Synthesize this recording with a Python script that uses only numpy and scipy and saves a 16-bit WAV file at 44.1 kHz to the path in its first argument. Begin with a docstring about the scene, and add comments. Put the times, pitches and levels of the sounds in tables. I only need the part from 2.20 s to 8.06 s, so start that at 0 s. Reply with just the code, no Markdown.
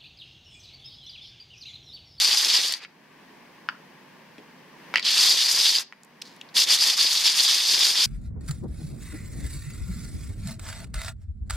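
"""Metal foot rubbed on sandpaper

A metal foot is rubbed by hand on coarse sandpaper on a concrete floor, in three bouts.
Thousands of grit tips a second catch the metal and ring its hand-damped resonances.
In the pauses the foot knocks down and the sheet ticks, over the quiet air of a workshop.
Each stroke is one arch of hand speed, which sets how loud the scrape is and how much grit it meets.
The recorder turns the rubbing down and lets the air back slowly."""
import sys
import numpy as np
from scipy import signal
from scipy.fft import rfft, irfft, next_fast_len
from scipy.io import wavfile

SR = 44100
rng = np.random.default_rng(int(sys.argv[2]) if len(sys.argv) > 2 else 0)


def pcm_store(signal):
    """Save signal as 16-bit PCM."""
    levels = np.round(np.clip(np.atleast_2d(signal), -1, 1) * 32767)
    wavfile.write(sys.argv[1], SR, levels.astype(np.int16).T)


N = 258426  # length in samples
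TIME = np.arange(N) / SR
HZ = np.fft.rfftfreq(4096, 1 / SR)  # the frequencies on which filters are drawn
FULL_DB = -10  # strength of a firm stroke


# Fine hiss of the grit tips. Each row: frequency in Hz, level in dB per Hz.
HISS_COLOUR = [(2000, -37), (5000, 5), (6700, 2.5), (7700, -2.5), (9000, -1.5), (11000, -7.5), (12500, -5),
               (13900, -12), (14700, -18), (15400, -55)]
# The sheet and floor grinding under the foot. Each row: frequency in Hz, level in dB per Hz.
GRIND_COLOUR = [(25, -43.5), (150, -37.5), (400, -13.5), (600, -6.5), (800, -1), (1050, 1.5), (1400, 0),
                (1900, 6), (2700, 5.5), (4000, -20), (8000, -31.5)]
# Balance of the rubbing. Each row: frequency in Hz, left minus right in dB.
RUBBING_BALANCE = [(1900, -0.44), (2500, -1.4), (3100, 1.7), (3800, -2.5), (4900, 2.5), (5600, 1.8),
                   (6400, -2), (7600, -2.5), (11000, -0.5), (14000, 0.5)]
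GRIT_PER_S = 7000  # grit catches a second, before the hand's effort scales it
GRIND_POWER = 0.57  # grind and bumps depend more on weight than on speed, so they follow effort only this far
RING_DB, HISS_DB, GRIND_DB, BUMP_DB = -2.74, -10.5, -19.0, -44
FLICKER_DB, FLICKER_HZ = 1.5, 90  # the hiss and the grind flicker, each on its own
JUDDER_DB, JUDDER_HZ = 0.76, 190
SURGE_DB, SURGE_HZ = 0.1, 60


def rubbing():
    """Faster strokes meet more grit; the same clicks drive the foot, the sheet and a fine hiss."""
    strength, bright_db, press_db = hand()
    effort = strength / amp(FULL_DB)
    weight = amp(press_db) * effort ** GRIND_POWER
    clicks = grit(GRIT_PER_S * (0.33 + np.sqrt(effort)), spread_db=1.33)
    ring = amp(RING_DB) * foot(clicks, bright_db, wander_db=3.0, wander_hz=56.1)

    heard = ports(clicks)
    hiss_level = amp(HISS_DB + bright_db + FLICKER_DB * drift(FLICKER_HZ))
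    hiss = hiss_level * unit(colour(heard, amp(read(HISS_COLOUR))))
    grind_level = amp(FULL_DB + GRIND_DB + FLICKER_DB * drift(FLICKER_HZ))
    grind = grind_level * unit(colour(heard, amp(read(GRIND_COLOUR))))

    # the foot sticks and slips on uneven grit
    judder = amp(JUDDER_DB * drift(JUDDER_HZ) + SURGE_DB * drift(SURGE_HZ))
    scrape = ((ring + hiss) * strength + grind * weight) * judder
    return lean(scrape + amp(BUMP_DB) * weight * low_bumps(), RUBBING_BALANCE)


# Strokes of the hand, overlapping where it loops round without stopping.
# Each row: start in seconds, length in seconds, strength in dB, fastest moment as a share 0-1 of the length,
# brightness in dB (drops when the foot rides on its rim), weight on the sheet in dB.
HAND_STROKES = [ (-.074, .215, -12, 0.4, 1.5, 1), (0.038, 0.14, -10.5, .54, -2, 4),
                (0.129, .092, -10.5, 0.65, 0.5, -1), (0.194, 0.13, -14, 0.3, 3.5, 5),
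                (.249, 0.22, -10, 0.37, -2.5, 0), (.397, 0.13, -14, 0.53, -1, -1),
                (.492, 0.11, -23, 0.23, -0.5, 0.5), (.568, 0.086, -32, 0.8, -11.5, 6),
                (2.788, 0.087, -28, 0.7, -14.5, -5), (2.837, .164, -10.5, 0.49, -7, -3),
                (2.892, 0.23, -9.5, 0.58, 1.5, 3), (3.056, .109, -10, 0.57, 1.5, 1),
                (3.137, 0.23, -10, .28, -1, -1.5), (3.283, .127, -14, .23, 6, 4.5),
                (3.328, 0.25, -10.5, 0.48, 1, 0), (3.528, 0.11, -15.5, 0.32, 3, 2.5),
                (4.339, 0.12, -9.5, 0.63, 1, -1.5), (4.444, 0.14, -8.5, 0.62, 1.2, 1),
                (4.568, 0.22, -10.5, 0.41, 1.5, 1.5), (4.766, 0.13, -10.5, 0.3, 0.5, 1),
                (4.834, 0.36, -12.5, 0.34, 1, -0.5), (5.036, .118, -10.5, .3, -0.5, 1.5),
                (5.117, 0.2, -10, 0.5, 0.5, 0), (5.277, 0.28, -10.5, 0.13, 0.4, 0),
                (5.372, 0.21, -11, 0.72, 1.5, -0.5), (5.519, 0.17, -8.5, .61, -1.5, 2),
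                (5.641, 0.11, -11, .48, 2, 2), (5.703, .267, -10.5, .51, -0.5, 0.5)]
SPEED_POWER = 0.95  # the scrape grows as the hand's speed to this power


def hand():
    """Each stroke speeds up and slows in one arch; gives strength, brightness and weight over time."""
    power, bright, press = np.zeros((3, N))
    for start, length, db, fastest, bright_db, press_db in HAND_STROKES:
        # bend time so that the top of the arch falls at the fastest moment
        bend = np.log(0.5) / np.log(np.clip(fastest, 0.1, 0.9))
        way = np.clip((TIME - start) / length, 0, 1) ** bend
        speed = abs(np.sin(np.pi * way))
        part = (amp(db) * speed ** SPEED_POWER) ** 2
        power += part
        bright += part * bright_db
        press += part * press_db
    # where strokes overlap, the stronger one decides more
    return np.sqrt(power), bright / (power + 1e-12), press / (power + 1e-12)


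def grit(per_s, spread_db):
    """Two unrelated trains of clicks from grit tips catching and breaking free: many small, few large."""
    size = amp(spread_db * np.minimum(rng.exponential(1, (2, N)), 4.5))
    sign = rng.choice([-1, 1], (2, N))
    caught = rng.random((2, N)) < per_s / SR
    return size * sign * caught


# Resonances of the held foot. Each row: frequency in Hz, width in Hz, level in dB.
FOOT_MODES = [(1780, 38, -10), (2400, 73, -11.5), (3430, 1000, 1), (3593, 450, 3.5), (4386, 200, 7),
              (4772, 310, 9), (5267, 200, 5.5), (5980, 350, -25), (6000, 500, -5)]
RIM_TILT = 0.93  # on the rim the lower resonances take over: dB per octave for each dB of brightness


def foot(clicks, bright_db, wander_db, wander_hz):
    """The foot's resonances; each swells and fades as the point of contact moves."""
    out = np.zeros((2, N))
    for hz, width, db in FOOT_MODES:
        b, a = signal.iirpeak(hz, hz / width, fs=SR)
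        reach = rng.uniform(-0.88, 1, N)  # where a tip touches decides how hard it drives this mode
        tilt_db = RIM_TILT * bright_db * np.log2(hz / 4200)
        level = amp(db + tilt_db + wander_db * drift(wander_hz))
        out += level * signal.lfilter(b, a, clicks * reach)
    # thin out the bass below 1800 Hz and the treble above 7500 Hz
    less_bass = 1 / np.hypot(1, (1800 / (HZ + 1)) ** 2)
    less_treble = 1 / np.hypot(1, (HZ / 7500) ** 3)
    return unit(colour(ports(out), less_bass * less_treble))


# Sparse low bumps under the rubbing. Each row: frequency in Hz, level in dB per Hz.
BUMP_COLOUR = [(25, -15), (70, -6), (150, -4.5), (380, 5.5), (600, -0.5), (1000, -18), (3000, -32.5)]


def low_bumps(per_s=50, spread_db=3.1):
    """Uneven low bumps, about 50 a second at a wandering rate; they grow with the weight on the sheet."""
    rate = per_s * amp(5 * drift(90))
    beats = np.diff(np.floor(np.cumsum(rate) / SR), prepend=0)  # one beat at each whole count
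    size = amp(spread_db * rng.standard_normal(N))
    bumps = ports(beats * rng.choice([-1, 1], (2, N)) * size)
    return unit(colour(bumps, amp(read(BUMP_COLOUR))))


# Knocks of the metal; rows at almost the same time are the dull and bright parts of one knock.
# Each row: time in seconds, peak in dB, centre of the blow in Hz, spread in octaves, chatter time in seconds.
KNOCK_BLOWS = [(0.5232, -4.5, 3800, 0.58, .0025), (0.5384, 0.5, 5300, 0.4, 0.0016),
               (0.6494, -18.5, 2250, 0.54, 0.003), (1.4879, -11, 1410, 0.22, 0.0023),
               (1.4879, -17.5, 2650, 0.24, 0.0026), (1.4883, -25, 5000, 0.16, .002),
               (2.7400, -10.5, 1560, 1.06, .0031), (2.7475, -18.5, 2400, 1.2, .002),
               (2.7577, -1.5, 2270, 0.63, .0023), (2.7694, -7, 2700, .35, .002),
               (2.7742, -8.5, 3000, 0.88, .002), (2.7820, -6.5, 2860, 0.52, .0012),
               (2.7960, -9, 4200, .7, .0013), (3.725, -19, 1450, 0.88, 0.00032)]
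# What a knock rings with. Each row: frequency in Hz, level in dB, time to fall 60 dB in seconds
# (it sets how narrow the resonance is).
KNOCK_RING = [(1036, -14, 0.053), (1380, -21, 0.033), (1980, 0.5, 0.051), (2300, -6, 0.016),
              (2980, -3, 0.046), (4620, 5, 0.1), (5110, -9.5, 0.07)]


def knocks(dead_db=-5):
    """Each blow is a short push through the metal's damped modes, over an even part that does not ring."""
    out = np.zeros((2, N))
    modes = amp(dead_db)
    for hz, db, t60 in KNOCK_RING:
        modes = modes + amp(db) / np.hypot(1, (HZ - hz) * t60 / 1.6)
    # overall tone of the knocks: Hz, dB
    tone = [(300, -3.5), (1000, 1.5), (3800, -3.5), (5300, -1.5), (6800, -12), (14000, -16.5)]
    body = modes * amp(read(tone))
    for s, db, hz, octaves, seconds in KNOCK_BLOWS:
        blow = colour(contact(seconds, share=1.0), body * bell(hz, octaves, skirt=0.61))
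        add(out, s, amp(db) * blow / abs(blow).max())
    return out


# Snaps of grit and of the shifting sheet.
# Each row: time in seconds, peak in dB, centre in Hz, spread in octaves, crackle time in seconds.
SHEET_SNAPS = [(0.2474, 3, 5250, 0.23, 0.00076), (.5238, -6, 8000, 0.56, .004),
               (2.184, -37, 404, 0.62, 0.014), (2.182, -35.5, 2300, 0.76, 0.01),
               (2.8268, -13.5, 4100, .25, .003), (2.865, -10.5, 3280, .19, .012),
               (3.1138, 3, 4050, 0.24, 0.0064), (3.585, -0.5, 4760, 0.26, 0.0032),
               (3.8338, -29.5, 6740, 0.6, .0016), (3.848, -36, 7960, 0.69, 0.0024),
               (4.0158, -28, 5120, 0.074, 0.0038), (4.0195, -19, 3760, 0.71, 0.0035),
               (4.164, -42, 5900, 0.97, .002), (4.2132, -26, 3240, 0.38, 0.0033),
               (4.213, -36.5, 6800, 0.42, 0.0015), (4.289, -39.5, 4180, 0.25, .006),
               (4.367, -9.5, 3450, 0.25, 0.007), (4.4405, 0, 5240, 0.33, 0.00092),
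               (4.779, -4.5, 4020, 0.35, 0.0024)]
# the fingers nudge the sheet, which slides and comes to rest
SLIDE_S, SLIDE_RISE_S, SLIDE_DB, SLIDE_FADE_DB_PER_S = 4.025, 0.034, -49, 127


def sheet():
    """Grit snaps, and the stiff paper ticks and slides as the grip changes."""
    age = np.maximum(TIME - SLIDE_S, 0)
    rise = np.minimum(age / SLIDE_RISE_S, 1)
    fade = amp(SLIDE_DB - SLIDE_FADE_DB_PER_S * np.maximum(age - SLIDE_RISE_S, 0))
    rustle = unit(colour(ports(grit(2500, spread_db=4)), bell(4400, 0.3, skirt=0.53)))
    out = rise * fade * rustle
    for s, db, hz, octaves, seconds in SHEET_SNAPS:
        snap = colour(contact(seconds, share=1.5), bell(hz, octaves, skirt=0.98))
        add(out, s, amp(db) * snap / abs(snap).max())
    return out


def contact(seconds, share):
    """One sharp click together with a dying chatter of small ones."""
    t = TIME[:len(HZ) * 2]
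    chatter = ports(rng.standard_normal((2, len(t)))) * np.exp(-t / seconds)
    return (t == 0) + share * chatter / np.linalg.norm(chatter[0])


def bell(hz, octaves, skirt):
    """A broad hump round hz, with gently falling skirts; a larger skirt number falls faster."""
    return (1 + (np.log2((HZ + 20) / hz) / octaves) ** 2 / 2) ** (-2 * skirt)


# Throwback from near surfaces. Each row: delay at the left in seconds, delay at the right in seconds, level in dB.
NEAR_ECHOES = [(.0022, 0.00223, -16), (.0056, .0055, -25), (.0071, 0.0077, -11.5), (.0099, .0098, -14.5),
               (0.014, 0.014, -27)]


def near_echoes(x):
    """Floor, hands and nearby things throw each knock back within a few milliseconds."""
    taps = np.zeros((2, len(HZ)))
    for left, right, db in NEAR_ECHOES:
        taps[[0, 1], [round(left * SR), round(right * SR)]] += amp(db)
    return signal.oaconvolve(x, taps, axes=1)[:, :N]


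# Likeness of the two microphones for sound from all round the workshop, for the air and the room.
# Each row: frequency in Hz, likeness 0-1.
DIFFUSE_LIKENESS = [(150, .94), (500, 0.77), (780, 0), (1000, .82), (1450, 1), (1750, 0.5), (2300, 0.7),
                    (3200, 0.6), (4000, 0)]
# How fast the room's echo dies. Each row: frequency in Hz, time to fall 60 dB in seconds.
ROOM_DECAY = [(200, 0.62), (1500, 0.25), (5000, 0.28), (12000, 0.071)]


def room(x):
    """A faint diffuse tail, each band dying at its own speed."""
    noise = ports(rng.standard_normal((2, SR // 2)), DIFFUSE_LIKENESS)
    hz, t, bands = signal.stft(noise, SR, nperseg=256)
    decay = amp(-60 * t / read(ROOM_DECAY, hz)[:, None])
    onset = np.minimum(t / 0.0028, 1)
    tail = signal.istft(bands * decay * onset, SR, nperseg=256)[1]
    return signal.oaconvolve(x, tail / np.linalg.norm(tail[0]), axes=1)[:, :N]


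# Colour of the air. Each row: frequency in Hz, level in dB per Hz.
AIR_COLOUR = [(30, -22.5), (90, -21), (170, 1.5), (240, 2.5), (350, -3), (720, -6), (900, -3), (1130, -4.5),
              (1300, -13.5), (1750, -4.5), (2400, -10), (3800, -17), (5000, -17), (7500, -27.5),
              (15500, -28.5)]
# Balance of the air. Each row: frequency in Hz, left minus right in dB.
AIR_BALANCE = [(650, 0), (900, -6.5), (1500, 5.5), (1800, 0.5), (2100, 3), (2950, 8), (3500, 0), (4600, -2),
               (6500, -0.5)]
# Steady tones, a low hum and a faint whine. Each row: frequency in Hz, level in dB against the air.
AIR_TONES = [(151, -14), (6000, -30)]
AIR_DB = -51.5  # level of the workshop air
# the air swells softly around the time the foot comes back to the sheet
SWELL_S, SWELL_WIDTH_S, SWELL_DB = 2.834, 0.22, 7.5


def air():
    """Steady workshop air, shaped from noise, with a low hum, a faint whine and one soft swell."""
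    noise = ports(rng.standard_normal((2, N)), DIFFUSE_LIKENESS)
    noise = unit(colour(noise, amp(read(AIR_COLOUR))))
    tones = sum(amp(db) * np.sin(2 * np.pi * hz * TIME) for hz, db in AIR_TONES)
    swell = amp(SWELL_DB * np.exp(-((TIME - SWELL_S) / SWELL_WIDTH_S) ** 2))
    return amp(AIR_DB) * (swell * lean(noise, AIR_BALANCE) + tones)


# Likeness of the two microphones for the near sounds. Each row: frequency in Hz, likeness 0-1.
NEAR_LIKENESS = [(100, .66), (600, 0.84), (1600, 0.97), (4000, 0.92), (5500, 0.83), (8000, 0.6),
                 (11000, .54), (14000, 0.4)]


def ports(pair, likeness=NEAR_LIKENESS):
    """Turns two unrelated signals into two microphones, as alike in each band as the table says."""
    size = next_fast_len(pair.shape[1])
    same = np.clip(read(likeness, np.fft.rfftfreq(size, 1 / SR)), 0, 1)
    mid, side = rfft(pair, size) * np.sqrt([(1 + same) / 2, (1 - same) / 2])
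    return irfft(np.array([mid + side, mid - side]), size)[:, :pair.shape[1]]


def lean(x, balance):
    """Each microphone hears some bands better than the other does."""
    size = next_fast_len(N)
    lean_db = read(balance, np.fft.rfftfreq(size, 1 / SR)) / 2
    return irfft(rfft(x, size) * amp([lean_db, -lean_db]), size)[:, :N]


def colour(x, gain):
    """Filter with the shape of gain on HZ that never sounds early: sharp attack, ringing after."""
    log_gain = np.log(np.maximum(gain / gain.max(), 1e-5))
    mirrored = np.r_[log_gain, log_gain[-2:0:-1]]
    # minimum phase: the energy comes as early as this spectrum allows
    taps = np.fft.ifft(np.exp(np.conj(signal.hilbert(mirrored)))).real
    return signal.oaconvolve(x, taps[None, :len(HZ)], axes=1)[:, :x.shape[1]]


def drift(hz):
    """Slow chance of rms 1, heading for hz new random values a second."""
    knots = rng.standard_normal(N // 8)
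    return unit(np.interp(TIME * hz, np.arange(len(knots)), knots))


def smooth(x, seconds):
    """Follows x with a lag."""
    keep = np.exp(-1 / (seconds * SR))
    return signal.lfilter([1 - keep], [1, -keep], x)


def amp(db):
    """Decibels to gain."""
    return 10 ** (np.asarray(db) / 20)


def unit(x):
    """Scales to rms 1."""
    return x / np.sqrt(np.mean(x ** 2) + 1e-20)


def read(points, hz=HZ):
    """Reads a table of (Hz, value) at any frequency, on a log-frequency axis."""
    f, value = np.transpose(points)
    return np.interp(np.log(hz + 1), np.log(f + 1), value)


def add(mix, s, sound):
    """Mixes a stereo sound in at time s."""
    part = mix[:, round(s * SR):][:, :sound.shape[-1]]
    part += sound[..., :part.shape[-1]]


def scene():
    """Rubbing, knocks and paper in the workshop."""
    scratch = rubbing() + sheet()
    blows = knocks()
    blows = blows + near_echoes(blows)
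    tail = room(amp(-18.5) * scratch + amp(-16.5) * blows)
    return scratch + blows + tail + air()


# the recorder's gain control turns loud sound down by a limited amount and recovers slowly
THRESHOLD_DB, MOST_DUCK_DB, RECOVER_DB_PER_S = -27.5, 8.5, 18
SQUEEZE = 0.81  # dB turned down for each dB above the threshold
SENSE_S, ATTACK_S = 0.04, 0.012  # lag in sensing the level, lag in moving the gain
EDGE_HZ = 15750  # nothing much is kept above this


def record(dry):
    """Gain control ducks under loud sound and lets the air creep back in the pauses; then the band limit."""
    level_db = 10 * np.log10(smooth((dry ** 2).mean(0), SENSE_S) + 1e-12)
    over_db = np.clip(SQUEEZE * (level_db - THRESHOLD_DB), 0, MOST_DUCK_DB)
    over_db[0] = MOST_DUCK_DB  # the rubbing is already under way
    # hold the deepest duck so far, let go at a steady rate
    recovery = RECOVER_DB_PER_S * TIME
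    held_db = np.maximum.accumulate(over_db + recovery) - recovery
    duck_db = MOST_DUCK_DB + smooth(held_db - MOST_DUCK_DB, ATTACK_S)
    ducked = dry / amp(duck_db)
    band_limit = signal.firwin(511, EDGE_HZ, window=("kaiser", 9), fs=SR)
    return signal.oaconvolve(ducked, band_limit[None], "same")


dry = scene()
out = record(dry)
pcm_store(out)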